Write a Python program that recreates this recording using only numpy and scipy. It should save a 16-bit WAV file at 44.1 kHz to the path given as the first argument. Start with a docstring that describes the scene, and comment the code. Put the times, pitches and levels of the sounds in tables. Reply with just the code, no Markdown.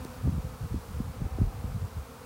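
"""From the start, the wingbeats of a swarm of honey bees merge into a hum, and dry grass hisses in the breeze.
Right away one bee flies close and something ticks nearby; more bees pass, each sinking in pitch.
At 0.25 s a strong gust rumbles and thumps on the microphone, and a fainter tick follows at 0.65 s.
Gusts keep coming, with the hardest thump and a soft rush of air near 1.4 s.
After 2 s the gusts are gone, leaving the bees and the breeze."""
import sys
import numpy as np
from scipy import signal
from scipy.fft import rfft, irfft
from scipy.io import wavfile
from scipy.ndimage import uniform_filter1d

SR = 44100
rng = np.random.default_rng(int(sys.argv[2]) if len(sys.argv) > 2 else 0)


def log_audio(samples):
    """Write samples as a 16-bit WAV file to the path given in sys.argv[1]."""
    # one column per channel
    frames = np.atleast_2d(samples).T
    # limit to full scale, then quantise
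    limited = np.clip(frames, -1, 1)
    pcm = np.round(limited * 32767).astype(np.int16)
    wavfile.write(sys.argv[1], SR, pcm)


N = 99225

# How strong a bee's overtones are, from low to high: (frequency [Hz], level [dB])
BUZZ_SPECTRUM = [(240, 0), (490, 2.5), (740, -5), (1000, -4), (1250, -6), (1550, -9), (1900, -13.5),
                 (2500, -13.5), (3300, -24.5), (5000, -34)]
def bee(beat_hz, glide=0, boosted=0, boost_db=10, count=20, size=2048):
    """One bee buzzes by repeating a wing stroke at a slightly unsteady rate."""
    harmonics = np.arange(1, count + 1)   # whole multiples of the wingbeat
    gains = gain_at(BUZZ_SPECTRUM, harmonics * beat_hz) * from_db(boost_db * (harmonics == boosted))
    phases = np.exp(2j * np.pi * rng.random(count))
    stroke = rms_one(irfft(np.r_[0, gains * phases], size))
    flutter = 0.00886 * drift(rate_hz=39.9)
    strokes_done = np.cumsum(beat_hz * (1 + glide + flutter)) / SR
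    return np.interp(strokes_done % 1 * size, np.arange(size + 1), np.r_[stroke, stroke[0]])


def swarm(count=30, wingbeat_hz=238, spread=.07, level_db=-51.5):
    """Many bees, each with its own wingbeat, blend into one hum."""
    hum = np.zeros(N)
    for hz in wingbeat_hz * np.exp(spread * np.sqrt(3) * np.linspace(-1, 1, count)):
        steering = .035 * drift(rate_hz=5)   # the pitch bends as the bee steers
        buzz = bee(hz, steering)
        nearness_db = 2 * drift(rate_hz=3.8)   # louder when it drifts nearer
        hum += buzz * from_db(nearness_db)
    return from_db(level_db) * rms_one(hum)


# Bees flying close: (time when nearest [s], time to fade by half [s], wingbeat [Hz], level [dB],
# harmonic aimed at the microphone [number])
BEE_PASSES = [(0.034, 0.052, 255.6, -44.5, 1), (0.126, 0.041, 253.4, -50, 2), (0.206, 0.044, 250.8, -52, 1),
              (0.479, 0.061, 253.6, -51, 2), (.69, .05, 230, -51.5, 2), (0.845, 0.06, 232.6, -54.5, 2),
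              (0.973, 0.054, 238, -58, 2), (1.087, 0.015, 240.5, -55, 1), (1.148, 0.02, 255.2, -50, 2),
              (1.262, 0.038, 259, -51, 3), (1.359, 0.066, 254.8, -52.5, 3), (1.543, 0.034, 247, -54, 2),
              (1.702, 0.068, 247.3, -55, 2), (1.867, 0.1, 230.5, -56, 2), (2.054, 0.032, 232, -62, 2),
              (2.097, .05, 243.6, -58.5, 1), (2.216, 0.033, 250, -55, 2)]
def close_bees(doppler=.024):
    """A passing bee swells and fades while its pitch sinks (the Doppler effect)."""
    out = np.zeros(N)
    for nearest, half, hz, db, harmonic in BEE_PASSES:
        along_path = (seconds() - nearest) / half
        distance = np.hypot(1, along_path)   # 1 at the nearest point
        glide = -doppler * along_path / distance
        out += from_db(db) / distance ** 2 * bee(hz, glide, boosted=harmonic)
    return out


# The deep tone of wind on the microphone: (frequency [Hz], level [dB per Hz])
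RUMBLE_SPECTRUM = [(20, -28), (32, -12), (48, 0.5), (78, 3), (115, -3.5), (170, -10.5), (260, -29.5),
                   (420, -38), (1000, -58), (3000, -98)]
def rumble(centre_hz, window_s=0.018, size=16384):
    """Churning air around one pitch, held steady so that the gust alone shapes its loudness."""
    churn = noise(RUMBLE_SPECTRUM, size, shift=centre_hz / 85)   # the table is centred on 85 Hz
    power = uniform_filter1d(np.abs(signal.hilbert(churn)) ** 2, int(window_s * SR), mode="wrap")
    return np.resize(rms_one(churn / np.sqrt(power + 1e-9)), N)


# Gusts hitting the microphone: (start [s], length [s], level [dB], centre pitch [Hz])
WIND_GUSTS = [(0, 0.024, -39, 95), (0.067, 0.055, -45.5, 113), (0.172, 0.079, -42, 84),
              (0.247, 0.047, -23.5, 112.6), (0.324, 0.021, -30.5, 131), (0.362, 0.029, -28.5, 82.4),
              (.449, 0.0063, -30, 92), (0.493, 0.068, -41, 81.5), (0.613, 0.047, -32.5, 86),
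              (0.714, 0.06, -30.5, 96), (.785, 0.029, -54, 80), (0.884, 0.031, -39, 97),
              (0.945, 0.07, -32.5, 81.6), (1.043, 0.061, -36.5, 96), (1.168, 0.032, -38.5, 85),
              (1.212, 0.048, -29.5, 85), (1.318, 0.036, -32.5, 79.5), (1.398, 0.037, -25, 91.7),
              (1.428, 0.045, -26.5, 57.4), (1.545, 0.061, -37.5, 91), (1.643, 0.013, -29, 92),
              (1.673, 0.047, -35, 79), (1.751, 0.02, -29, 82.5), (1.816, 0.037, -30.5, 83),
              (1.966, 0.02, -32.5, 82), (1.997, 0.017, -40, 76)]
def wind(breeze_db=-51, rise_s=0.01, fall_s=0.0097):
    """Each gust rises, holds and dies away over a faint steady rumble."""
    t = seconds()
    out = from_db(breeze_db) * noise(RUMBLE_SPECTRUM)
    for start, length, db, hz in WIND_GUSTS:
        before = np.maximum(start - t, 0)
        after = np.maximum(t - start - length, 0)
        out += from_db(db) * np.exp(-before / rise_s - after / fall_s) * rumble(hz)
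    return out


# Swirls of air hitting the microphone, except the first row (0.052 s), which is the knock of the nearby tick:
# (time [s], peak level [dB], centre pitch [Hz], ringing [Q])
WIND_THUMPS = [(0.052, -28, 250, 0.4), (0.246, -18, 106.5, 0.94), (0.275, -21, 196, 0.5),
               (0.381, -20.5, 107, 0.51), (.45, -35.5, 107, 2.3), (0.742, -23.5, 239, 1.42),
               (1.0, -23, 217.5, 2.13), (1.216, -22.5, 162, 1.5), (1.265, -31, 222, 0.35),
               (1.386, -22, 202, 0.37), (1.414, -13.5, 131, 0.69), (1.64, -31, 184, 1.4)]
def thumps(top_ratio=1.51):
    """A swirl of air, or the knock of the nearby tick, gives one round push that dies quickly; a higher Q rings
    longer."""
    out = np.zeros(N)
    for start, db, hz, q in WIND_THUMPS:
        push = np.full(N, 1e-18)
        push[int(start * SR)] = 1
        ring = signal.iirpeak(hz, q, fs=SR)
        ringing = signal.lfilter(*ring, signal.lfilter(*ring, push))
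        thump = signal.sosfilt(signal.butter(2, hz * top_ratio, fs=SR, output="sos"), ringing)
        out += from_db(db) * thump / np.abs(thump).max()
    return out


# The tone of open air and dry grass: (frequency [Hz], level [dB per Hz])
GRASS_SPECTRUM = [(20, -35), (50, 6), (110, 6.5), (200, 12.5), (340, 5.5), (620, 3), (850, 8), (1300, 6.5),
                  (1900, -5.5), (3200, -5.5), (4500, -5), (7000, -7.5), (9000, -7.5), (12500, -10),
                  (15500, -8.5)]
# How loud the hiss is as time goes by: (time [s], level [dB])
GRASS_LOUDNESS = [(0, -49.5), (.35, -50.5), (.65, -50.8), (.9, -50), (1.3, -52.1), (1.7, -51),
                  (2.25, -51.5)]
# The tone of a soft, mid-pitched rush: (frequency [Hz], level [dB per Hz])
RUSH_SPECTRUM = [(400, -6), (650, -9), (800, -2), (950, -13), (1300, -22), (2500, -40)]
def grass(rush_at_s=1.44, rush_half_s=0.33, rush_db=-52):
    """The breeze hisses in dry grass, easing slowly, while one soft rush swells and fades."""
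    t = seconds()
    hiss_gain = from_db(np.interp(t, *np.transpose(GRASS_LOUDNESS)))
    rush_gain = from_db(rush_db) / (1 + ((t - rush_at_s) / rush_half_s) ** 2)
    return hiss_gain * noise(GRASS_SPECTRUM) + rush_gain * noise(RUSH_SPECTRUM)


# Small dry ticks: (time [s], level before filtering [dB], fade time [s], treble limit [Hz])
DRY_TICKS = [(.049, -33.5, .0005, 12000), (.646, -45, .007, 1100)]
def ticks(knock_hz=800, knock_db=9):
    """Each nearby tick is a tiny burst of noise with a dull knock under it."""
    clicks = np.zeros(N)
    for start, db, fade, top_hz in DRY_TICKS:
        age = seconds() - start
        burst = (age >= 0) * np.exp(-np.abs(age) / fade) * rng.standard_normal(N)
        clicks += from_db(db) * signal.lfilter(*signal.butter(2, top_hz, fs=SR), burst + 1e-18)
    knocks = signal.lfilter(*signal.butter(2, knock_hz, fs=SR), clicks)
    return clicks + from_db(knock_db) * knocks


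def from_db(db):
    """Turn decibels into a number to multiply by."""
    return 10 ** (np.asarray(db) / 20)


def rms_one(x):
    """Scale a signal so that its average strength (rms) is 1."""
    return x / np.sqrt(np.mean(x ** 2) + 1e-20)


def seconds():
    """The time of every sample."""
    return np.arange(N) / SR


def gain_at(spectrum, hz):
    """Look up how strong a frequency is in a spectrum table."""
    freqs, db = np.transpose(spectrum)
    return from_db(np.interp(np.log(np.maximum(hz, 1)), np.log(freqs), db))


def noise(spectrum, size=N, shift=1):
    """Steady noise with the tone of a spectrum table; shift multiplies its pitch."""
    hz = np.arange(size // 2 + 1) * SR / size
    white = rfft(rng.standard_normal(size))
    return rms_one(irfft(white * gain_at(spectrum, hz / shift), size))


def drift(rate_hz):
    """Smooth random wandering, about 1 in size; a higher rate wanders faster."""
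    pole = np.exp(-200 * np.pi * rate_hz / SR)
    jitter = rng.standard_normal(N // 100 + 1002)   # one value per 100 samples, plus time to settle
    slow = signal.lfilter([1], [1, -2 * pole, pole * pole], jitter)[1000:]
    return np.interp(np.arange(N) / 100, np.arange(len(slow)), rms_one(slow))


def scene():
    """Bees, grass, wind and ticks add up at one microphone."""
    return (swarm() + close_bees() + grass() + wind() + thumps() + ticks())[None]


def record(dry, low_cut_hz=41.3, high_cut_hz=15800):
    """The deepest bass is turned down and the highest treble is cut off sharply."""
    thinned = signal.sosfilt(signal.butter(4, low_cut_hz, "high", fs=SR, output="sos"), dry)
    return signal.sosfilt(signal.ellip(12, .1, 80, high_cut_hz, fs=SR, output="sos"), thinned)


dry = scene()
out = record(dry)
log_audio(out)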